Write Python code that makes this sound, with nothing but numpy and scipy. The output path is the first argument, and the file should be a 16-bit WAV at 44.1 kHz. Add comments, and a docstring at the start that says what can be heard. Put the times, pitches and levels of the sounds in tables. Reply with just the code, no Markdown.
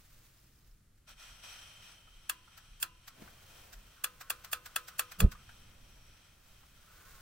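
"""A portable gas stove is lit under a steel pot: eight igniter snaps strike damped modes of casing and pot.
Gas hisses as noise shaped by the mixing tube, with airy whistles; the knob ticks as it turns back.
Just after the last spark, swings of pressure make pops and a low thump, and low noise makes the flame.
Jacket and dry grass rustle as grainy noise, fingers tap and rub the stove,
and behind lie a faint, wavering low wind and a short twitter of a distant bird."""
import sys
import numpy as np
from scipy import signal
from scipy.fft import rfft, irfft, next_fast_len
from scipy.io import wavfile

SR = 44100
rng = np.random.default_rng(int(sys.argv[2]) if len(sys.argv) > 2 else 0)


def waveform_to_disk(signal):
    """Save audio, clipped to [-1, 1], as 16-bit WAV at the path in sys.argv[1]."""
    frames = np.transpose(np.atleast_2d(signal))
    scaled = np.clip(frames, -1, 1) * 32767
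    samples = np.round(scaled).astype(np.int16)
    wavfile.write(sys.argv[1], SR, samples)


N = 318222
TIME = np.arange(N) / SR  # s
EDGE_HZ = 15900  # upper edge of the whole sound

# All spectra below are relative: noise() brings them to rms 1. Layer trims apply to the other levels.
# IGNITER
# snaps: [t/s, level/dB, treble/dB, base knock/dB, casing tilt/dB per octave,
#         cocking scrape/s, scrape level/dB, left minus right/dB]; levels after the first are relative to it
SNAPS = [(2.2971, -27.5, 1, -5.5, 0.5, 0.0044, -24, 2), (2.8287, -27, 1, -13, 5.5, 0.028, -19, -0.5),
         (4.0437, -27.5, 1.5, -5.5, 1, 0.0056, -9.5, 3), (4.304, -27, -0.5, 0.5, -1, 0.0048, -4.5, 0),
         (4.5318, -26, -2, 0, -0.5, 0.017, -13.5, -1.5), (4.7627, -25.5, -2, 0, -1, 0.0028, -6, 4.5),
         (4.995, -24.5, 0.5, 0, -3, 0.013, -17, -0.5), (5.2041, -23.5, -1.5, -1.5, -2, 0.016, -20, 0)]
# stove casing modes: [f/Hz, level standing free/dB, level steadied by a hand/dB, t60/s]
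CASING_MODES = [(1080, -16.5, -27, 0.11), (1162, -27, -12, 0.04), (1315, -12, -11, 0.09),
                (1594, -1, -8, 0.029), (1690, -15, -8, 0.032), (2500, -16, -10.5, 0.029),
                (2670, -1, -1.5, 0.024), (3396, -4, -1.5, 0.026)]
# modes of the pot and its supports: [f/Hz, level standing free/dB, level steadied by a hand/dB, t60/s]
POT_MODES = [(339, -13.5, -14.5, 0.61), (495, -17, -5.5, 0.52), (557, -24, -12, 0.4),
             (632, -10.5, -19, 0.079), (995, -3.5, -14, 0.54), (1026, -4.5, -5.5, 0.54),
             (1213, -18, -2, 0.19), (1250, -6, 2.5, 0.37), (1270, -25, 6.5, 0.19), (1510, -14, -10, 0.77),
             (2030, -16, -20, 0.9), (2410, -15, -4, 0.28), (2710, -5, -6, 0.6), (2840, -5, -22, 0.46),
             (3700, -12, -33, 0.11), (3600, -24, -4, 0.25), (4060, -12, -61, .2)]
# base plate modes: [f/Hz, level/dB, t60/s]
BASE_MODES = [(550, -23, 0.016), (667, -12, 0.02), (800, -15, 0.017), (897, -22, 0.017)]
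# spectrum of the crack: [f/Hz, level/dB]
CRACK_SPECTRUM = [(300, -37), (1000, -10.5), (1700, -7), (2150, -22), (2700, 0), (3400, -10.5), (3950, -18),
                  (4400, -1.5), (5500, -8), (6800, -4.5), (8100, -4), (9000, -1), (9800, -4.5),
                  (11800, -2.5), (13400, 1), (16000, 5.5)]
# resonances of the hammer and its spring: [f/Hz, width/Hz, level over the crack/dB]
SPRING_PEAKS = [(7470, 160, 12.5), (9080, 250, 4.5), (10600, 700, 5), (13490, 350, 8), (15650, 170, -3)]
# spectrum of loose rattling parts: [f/Hz, level/dB]
RATTLE_SPECTRUM = [(200, -15), (500, -12.5), (850, -1.5), (1250, 11.5), (1650, 8), (2100, 1.5), (2650, 3),
                   (3400, -5.5), (4000, 1.5), (5500, -7.5), (7500, -5.5), (11000, -7.5), (16000, -2)]
# how the casing colours those parts: [f/Hz, width/Hz, level/dB]
CHASSIS_PEAKS = [(955, 180, -10), (1280, 120, 3.5), (1370, 130, -2.5), (2150, 330, -7), (2710, 250, -0.5),
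                 (3060, 240, -2), (3430, 250, 10.5), (3730, 330, -9)]
STEADIED_S = 3.5  # from here a hand steadies the stove

# KNOB AND FINGERS
# ticks of the valve knob: [t/s, level/dB, treble relative to it/dB]
TICKS = [(.145, -69, 3), (.980, -74, 4.5), (1.094, -48.5, -6), (1.441, -51, -5), (2.5786, -46.5, -4),
         (3.081, -44.5, 0), (3.733, -52.5, 6.5), (3.867, -70, 4), (4.2119, -39.5, -3.5), (4.448, -41.5, -2),
         (4.662, -41, -1), (4.884, -39.5, -2.5), (5.1203, -43.5, -0.5), (5.3197, -39, -6),
         (5.492, -50, -12)]
# spectrum of the bright edge of a tick: [f/Hz, level/dB]
TICK_SPECTRUM = [(300, -48), (700, -1), (1100, -12), (1600, 2.5), (2100, -3), (2500, -3), (3000, -6),
                 (6200, -3.5), (6900, -10.5), (7600, -2), (8200, -9.5), (11500, -15), (13200, -1.5),
                 (16000, 0.5)]
# fingers tapping the stove: [t/s, level/dB, resonance f/Hz]
TAPS = [(2.074, -57.5, 1310), (2.477, -57, 1340), (3.277, -54.5, 1530), (5.351, -53.5, 1200),
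        (5.493, -50.5, 1590), (6.632, -57, 1255)]
# spectrum of a tap: [f/Hz, level/dB]
TAP_SPECTRUM = [(300, -21), (800, -2), (1400, -3), (2500, -9), (6000, -24), (16000, -36)]
TAP_WIDTH_HZ, TAP_PEAK_DB = 210, 17  # width and height of the tap's resonance
# casing modes stirred by rubbing fingers: [f/Hz, level/dB, t60/s]
RUBBED_MODES = [(1089, -7.5, 0.16), (1203, -2, 0.062), (1326, 0, 0.062), (1454, 1.5, 0.038),
                (1520, -25, 0.018)]
# fingers rub the knob just before each snap once the stove is steadied; level ahead of the bass cut
GRIP_LEAD_S, GRIP_WIDTH_S, GRIP_DB = 0.017, 0.098, -64
# at the end a hand slides along the casing; level ahead of the bass cut
SLIDE_S, SLIDE_WIDTH_S, SLIDE_DB = 7.1, 0.25, -61.5

# GAS
# spurts as the valve is opened by stages: [t/s, level/dB, rise/s, hold/s, t60/s]
SPURTS = [(1.079, -57, 0.044, 0.04, 0.14), (1.199, -54.5, .15, 0.052, 0.97),
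          (1.439, -51.5, 0.079, 0.07, 1.7), (1.832, -57.5, 0.18, 0.09, 0.35)]
# spectrum of the jet: [f/Hz, level/dB]
JET_SPECTRUM = [(200, -41), (600, -9), (1000, -8), (2000, -7.5), (4000, -6.5), (4700, -10.5), (6400, -9.5),
                (7000, -21), (9200, -9.5), (10000, -18), (16000, -14.5)]
# resonances of the mixing tube and burner: [f/Hz, width/Hz, level over the jet/dB]
TUBE_PEAKS = [(1374, 175, 8), (2496, 150, 8.5), (3190, 290, 6.5), (3700, 140, -1), (5670, 150, 7),
              (7720, 390, 11), (8550, 300, 0.5)]
# spectrum of the tube's whistle: [f/Hz, level/dB]
TUBE_WHISTLE_SPECTRUM = [(2200, -34), (2970, -3.5), (3140, 8), (3320, -23), (4400, -62)]
# spectrum of the nozzle's whistle: [f/Hz, level/dB]
NOZZLE_WHISTLE_SPECTRUM = [(4500, -50), (5400, -18), (5620, 11), (6000, -5), (7500, -56)]
# the steady flow behind the spurts weakens slowly
FLOW_FROM_S, FLOW_DB, FLOW_SAG_DB_PER_S = 1.2, -64.5, 0.65
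# each whistle follows a share of the flow
TUBE_SHARE_DB, NOZZLE_SHARE_DB = -11.5, -8.5
FULL_FLOW_DB = -52  # flow at which the nozzle gets its full share; weaker flow gives it less
# the tube swells as the flow settles, the nozzle as the burner warms
TUBE_SWELL_S, TUBE_SWELL_DB, NOZZLE_SWELL_S, NOZZLE_SWELL_DB = 1.62, -62, 5.99, -72.5

# IGNITION
# spectrum of the flare's roar: [f/Hz, level/dB]
FLARE_SPECTRUM = [(20, 0), (90, -9), (200, 0.5), (265, -24), (400, -6), (620, -15), (850, -25), (1200, -57),
                  (2000, -45), (6000, -60)]
# spectrum of the burning flame: [f/Hz, level/dB]
FLAME_SPECTRUM = [(15, -2.5), (28, -3), (80, -12), (200, -18.5), (600, -45)]
# the flame front runs round the burner in evenly spaced, growing pops
LIGHT_S, POP_GAP_S, POP_DB, POP_GROWTH_DB, POP_SWING_S = 5.229, 0.01004, -19, 2, 0.0015
# the pooled gas goes up in one thump; the rebound of the air comes later, its level relative to the thump
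THUMP_S, THUMP_DB, THUMP_SWING_S, REBOUND_S, REBOUND_DB = 5.2485, -9, 0.0045, 0.0277, -16
# the roar peaks just before the thump
ROAR_S, ROAR_WIDTH_S, ROAR_DB = 5.237, 0.028, -31.5

# CAMPER
# movements: [middle t/s, half length/s, jacket and grass level/dB, sleeve on stove level/dB]
MOVES = [(0.106, 0.48, -64, -74), (0.658, 0.12, -70, -78.5), (1.805, 0.66, -72.5, -73),
         (3.255, 0.1, -62.5, -58.5), (3.585, 0.28, -61.5, -62.5), (4.524, 0.96, -65, -68.5),
         (5.85, 0.53, -70, -69.5), (6.538, 0.22, -66, -70.5), (7.176, 0.37, -59, -65)]
# spectrum of jacket and grass: [f/Hz, level/dB]
CLOTH_SPECTRUM = [(100, 9), (400, -22.5), (900, -9), (1400, -4), (2200, -5.5), (6000, -5), (8500, -7),
                  (11500, -9), (13500, -3), (16000, 3.5)]
# spectrum of the sleeve on the stove: [f/Hz, level/dB]
RUBBING_SPECTRUM = [(100, 5), (250, -5), (600, 1), (950, -4), (1400, -3.5), (1900, -6), (3000, -9.5),
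                    (6000, -19), (16000, -17)]
# spectrum of the soft bump and brushing: [f/Hz, level/dB]
BRUSH_SPECTRUM = [(60, -10), (140, 4.5), (240, 4), (350, -3), (550, -11), (1500, -18), (4000, -22.5),
                  (16000, -36)]
# a soft bump as the camper leans down, with brushing around it
BUMP_S, BUMP_DB, BRUSH_DB = 3.223, -48.5, -59

# HILLSIDE
# spectrum of the breeze: [f/Hz, level/dB]
WIND_SPECTRUM = [(8.8, -12), (15, 5.5), (27, -6), (45, -0.5), (76, -7.5), (109, -6), (269, -20),
                 (336, -22.5), (420, -34.5), (550, -47), (920, -120)]
# small puffs of wind: [t/s, level/dB]
PUFFS = [(.67, -55.5), (.74, -65), (1.15, -56), (1.34, -55), (2.13, -53), (2.72, -50.5), (2.98, -57),
         (3.78, -53.5), (5.96, -57)]
# spectrum of a puff: [f/Hz, level/dB]
PUFF_SPECTRUM = [(12, -12), (35, 9.5), (60, -12), (130, -25)]
# spectrum of the bird's chirps: [f/Hz, level/dB]
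CHIRP_SPECTRUM = [(4300, -60), (5000, -3), (5270, 3), (5550, -4), (6300, -60)]
# spectrum of the quiet background hiss: [f/Hz, level/dB]
AIR_SPECTRUM = [(180, -41), (300, -7.5), (411, -7.5), (446, -7.5), (953, -17), (1300, -9.5), (2320, -16.5),
                (15500, -16)]
WIND_DB = -65.5  # level about which the breeze wavers
BIRD_FROM_S, BIRD_TO_S, BIRD_JITTER_S, BIRD_DB, BIRD_SPREAD_DB = .4, .715, 0.0088, -71.5, 1.5

# STEREO
# likeness of the two channels of noise: [f/Hz, correlation from -1 to 1]
CHANNEL_LIKENESS = [(20, 0.99), (150, 0.99), (350, 0.67), (700, 0.18), (1400, 0.63), (2800, 0.58),
                    (5600, 0.17), (10000, 0.02), (15000, -.2)]


def igniter():
    """The hammer scrapes up its ramp and strikes: a crack, casing modes, loose chatter, the pot ringing."""
    blows, knocks, rattle = np.zeros((3, N))
    crack, casing = np.zeros((2, 2, N))
    for s, db, treble_db, base_db, tilt_db, cocking, scrape_db, left_db in SNAPS:
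        blow = amp(db) * signal.unit_impulse(N, round(s * SR))
        blows += blow
        knocks += amp(base_db) * blow
        # the scrape climbs until the strike cuts it off
        scrape_times = [s - cocking - .001, s - cocking, s]
        scrape = amp(scrape_db) * np.interp(TIME, scrape_times, [0, .4, 1], right=0)
        crack += pan(amp(db + treble_db) * (burst(s, rise=0.011, t60=0.033) + scrape), left_db)
        rattle += amp(db) * (burst(s + .003, rise=.018, t60=.125) + scrape / 2)
        casing += ring(blow, casing_modes(s > STEADIED_S, tilt_db), spread=0.42)
    casing_band = signal.butter(3, [900, 4300], "band", fs=SR, output="sos")
    casing = amp(-0.8) * signal.sosfilt(casing_band, casing)
    base = amp(1.5) * thin(ring(knocks, BASE_MODES, spread=0.34), edge_hz=570)
    loose = amp(-11.5) * rattle * noise(RATTLE_SPECTRUM, CHASSIS_PEAKS)
    crack = amp(1.5) * crack * noise(CRACK_SPECTRUM, SPRING_PEAKS, grain=0.3)
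    return casing + base + pot(blows) + loose + crack


def casing_modes(is_held, tilt_db):
    """Casing modes for one snap, tilted about 2 kHz; the changing grip detunes them slightly."""
    modes = []
    for hz, free_db, held_db, t60 in CASING_MODES:
        db = (held_db if is_held else free_db) + tilt_db * np.log2(hz / 2000)
        modes.append((hz * rng.uniform(0.98, 1.015), db, t60))
    return modes


def pot(blows):
    """The snaps ring the pot; once a hand steadies the stove, other modes take over."""
    steadied = TIME > STEADIED_S
    free_modes = [(hz, db, t60) for hz, db, _, t60 in POT_MODES]
    held_modes = [(hz, db, t60) for hz, _, db, t60 in POT_MODES]
    free = ring(blows * ~steadied, free_modes, spread=0.52)
    held = ring(blows * steadied, held_modes, spread=0.44)
    return amp(-29.0) * thin(free + held, edge_hz=190)


def gas():
    """The jet hisses through the mixing tube: spurts, then a soft steady flow; tube and nozzle whistle."""
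    sagging_db = FLOW_DB - FLOW_SAG_DB_PER_S * (TIME - FLOW_FROM_S)
    steady = amp(sagging_db) * (TIME > FLOW_FROM_S) * flutter(per_s=7.8, depth_db=3.1)
    spurts = [amp(db) * burst(s, rise, t60, hold) for s, db, rise, hold, t60 in SPURTS]
    flow = together([steady] + spurts)
    tube_swell = amp(TUBE_SWELL_DB) * burst(TUBE_SWELL_S, rise=1.2, t60=3.8)
    tube = together([amp(TUBE_SHARE_DB) * flow, tube_swell])
    # the nozzle's whistle grows faster than the flow
    nozzle_share = amp(NOZZLE_SHARE_DB) * flow * np.sqrt(flow / amp(FULL_FLOW_DB))
    nozzle_swell = amp(NOZZLE_SWELL_DB) * swell(NOZZLE_SWELL_S, width=0.2)
    nozzle = together([nozzle_share, nozzle_swell])
    hiss = flow * noise(JET_SPECTRUM, TUBE_PEAKS)
    whistles = tube * noise(TUBE_WHISTLE_SPECTRUM) + nozzle * noise(NOZZLE_WHISTLE_SPECTRUM)
    return pan((hiss + whistles) * flutter(per_s=100, depth_db=0.6), left_db=1.0)


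def ignition():
    """Pooled gas catches with pops and a thump inside a short turbulent roar, then burns softly."""
    rebound = amp(REBOUND_DB) * pop(THUMP_S + REBOUND_S, THUMP_SWING_S)
    thump = amp(THUMP_DB) * (pop(THUMP_S, THUMP_SWING_S) + rebound)
    roar = amp(ROAR_DB) * swell(ROAR_S, ROAR_WIDTH_S) * noise(FLARE_SPECTRUM, top_hz=4000)
    flare = amp(-31) * swell(THUMP_S, width=0.037)
    flare_tail = amp(-44) * burst(THUMP_S, rise=.08, t60=0.55)
    settling = amp(-58.5) * swell(THUMP_S + 0.49, width=0.3)
    burning = amp(-69) * (TIME > THUMP_S)
    flame = together([flare, flare_tail, settling, burning]) * noise(FLAME_SPECTRUM, top_hz=700)
    return pan(flame_front(count=3) + thump + roar + flame, left_db=-2.0)


def flame_front(count):
    """Each stretch of the burner ring catches a little harder than the last."""
    pops = 0
    for k in range(count):
        pops = pops + amp(POP_DB + k * POP_GROWTH_DB) * pop(LIGHT_S + k * POP_GAP_S, POP_SWING_S)
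    return pops


def pop(s, swing):
    """One swing of air pressure, down and then up."""
    u = (TIME - s) / swing
    return u * np.exp(-u ** 2 / 2)


def knob():
    """The mechanism resets with a light tick: a bright edge and a duller rattle."""
    bright = sum(amp(db + treble_db) * burst(s, rise=0.033, t60=0.061) for s, db, treble_db in TICKS)
    dull = sum(amp(db) * burst(s, rise=0.013, t60=0.11) for s, db, _ in TICKS)
    edge = amp(-0.5) * bright * noise(TICK_SPECTRUM, grain=0.75)
    return pan(edge + amp(-10.5) * dull * noise(RATTLE_SPECTRUM), left_db=0.5)


def fingers():
    """Fingers tap the stove, and stir its modes as they turn the knob, let it go and slide on the casing."""
    taps = 0
    for s, db, hz in TAPS:
        tap_noise = noise(TAP_SPECTRUM, [(hz, TAP_WIDTH_HZ, TAP_PEAK_DB)])
        taps = taps + amp(db) * burst(s, rise=0.0051, t60=0.075) * tap_noise
    grips = [swell(s - GRIP_LEAD_S, GRIP_WIDTH_S) for s, *_ in SNAPS if s > STEADIED_S]
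    turning = amp(GRIP_DB) * sum(grips)
    letting_go = amp(-19.0) * sum(amp(db) * burst(s, rise=0.036, t60=0.42) for s, db, _ in TICKS)
    sliding = amp(SLIDE_DB) * swell(SLIDE_S, SLIDE_WIDTH_S)
    touch = together([turning, letting_go, sliding])
    friction = rng.standard_normal(N) * flutter(per_s=100, depth_db=1.5)
    return taps + thin(touch * unit(ring(friction, RUBBED_MODES, spread=0.23)), edge_hz=1080)


def camper():
    """Jacket and dry grass crackle at each movement while a sleeve rubs the stove; one soft bump."""
    rustle = together(amp(db) * swell(s, width) for s, width, db, _ in MOVES)
    rustle = rustle * flutter(per_s=86, depth_db=1.5)
    rub = together(amp(db) * swell(s, width) for s, width, _, db in MOVES)
    rub = rub * flutter(per_s=39, depth_db=0.9)
    bump = amp(BUMP_DB) * burst(BUMP_S, rise=0.03, t60=0.047)
    brushing = amp(BRUSH_DB) * burst(BUMP_S, rise=0.27, t60=0.2)
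    cloth = rustle * noise(CLOTH_SPECTRUM, grain=0.6)
    return cloth + rub * noise(RUBBING_SPECTRUM) + (bump + brushing) * noise(BRUSH_SPECTRUM)


def hillside():
    """Lumpy low wind and a faint bird over a very quiet hiss."""
    breeze = amp(WIND_DB) * flutter(per_s=16, depth_db=1.5) * noise(WIND_SPECTRUM, top_hz=500)
    puffs = sum(amp(db) * burst(s, rise=0.26, t60=0.34) for s, db in PUFFS)
    wind = breeze + puffs * noise(PUFF_SPECTRUM, top_hz=202)
    return wind + bird(count=9) + amp(-75.5) * noise(AIR_SPECTRUM)


def bird(count):
    """A quick, uneven run of tiny chirps, each a brief swell of narrow-band noise."""
    late, loud = rng.standard_normal((count, 2)).T
    times = np.linspace(BIRD_FROM_S, BIRD_TO_S, count) + BIRD_JITTER_S * late
    gains = amp(BIRD_DB + BIRD_SPREAD_DB * loud)
    return sum(gain * swell(s, width=.0032) for s, gain in zip(times, gains)) * noise(CHIRP_SPECTRUM)


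def ring(blows, modes, spread):
    """Blows excite damped modes, which reach the two channels with slightly different phases."""
    t = np.arange(SR) / SR
    turn = spread * np.array([[1], [-1]])  # radians at 1 kHz
    answer = 0
    for hz, db, t60 in modes:
        phase = 2 * np.pi * hz * t + turn * np.sqrt(hz / 1000)
        answer = answer + amp(db - 60 * t / t60) * np.cos(phase)
    return signal.oaconvolve(blows[None], answer, axes=1)[:, :N]


def noise(spectrum, peaks=(), grain=0., top_hz=None):
    """Stereo noise of rms 1 with a spectrum, resonances, and optionally a crackly grain."""
    size = next_fast_len(N)
    hz = np.fft.rfftfreq(size, 1 / SR)
    grains = np.exp(grain * np.clip(rng.standard_normal(N), -3, 3))
    a, b = rfft(rng.standard_normal((2, N)) * grains, size)
    same = np.clip(read(CHANNEL_LIKENESS, hz), -1, 1)
    mid, side = a * np.sqrt(1 + same), b * np.sqrt(1 - same)
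    peaks_db = sum(d / (1 + (2 * (hz - f) / w) ** 2) for f, w, d in peaks)
    gain = amp(read(spectrum, hz) + peaks_db) / (1 + (hz / (top_hz or EDGE_HZ)) ** 8)
    return unit(irfft(np.array([mid + side, mid - side]) * gain, size)[:, :N])


def burst(s, rise, t60, hold=0):
    """Swells by 60 dB in the rise time up to s, holds, then falls by 60 dB per t60."""
    steps = np.maximum((s - TIME) / rise, (TIME - s - hold) / t60)
    return amp(-60 * np.clip(steps, 0, 3))


def swell(s, width):
    """A smooth bell-shaped rise and fall around s."""
    return np.exp(-np.minimum(((TIME - s) / width) ** 2, 30))


def flutter(per_s, depth_db):
    """Random wavering gain, drawn per_s times a second and joined by straight lines in dB."""
    knots = np.arange(0, TIME[-1] + 1, 1 / per_s)
    return amp(depth_db * np.interp(TIME, knots, rng.standard_normal(len(knots))))


def together(gains):
    """Gain of unrelated sounds heard at once: their powers add."""
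    return np.sqrt(sum(gain ** 2 for gain in gains))


def thin(x, edge_hz):
    """A small body radiates little bass."""
    return signal.sosfilt(signal.butter(3, edge_hz, "high", fs=SR, output="sos"), x)


def pan(x, left_db):
    """Leans a sound to the left, or to the right if negative."""
    return x * amp([[left_db / 2], [-left_db / 2]])


def read(points, hz):
    """Reads a spectrum on a log-frequency axis."""
    f, value = np.transpose(points)
    return np.interp(np.log(hz + 1), np.log(f + 1), value)


def unit(x):
    """Scales to rms 1."""
    return x / np.sqrt(np.mean(x ** 2) + 1e-20)


def amp(db):
    """Decibels to gain."""
    return 10 ** (np.asarray(db) / 20)


def scene():
    """Stove, camper and hillside."""
    return igniter() + gas() + ignition() + knob() + fingers() + camper() + hillside()


def record(dry):
    """Limits the band with a steep low-pass at the upper edge."""
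    low_pass = signal.firwin(401, EDGE_HZ, window=("kaiser", 8), fs=SR)
    return signal.oaconvolve(dry, low_pass[None], "same")


dry = scene()
out = record(dry)
waveform_to_disk(out)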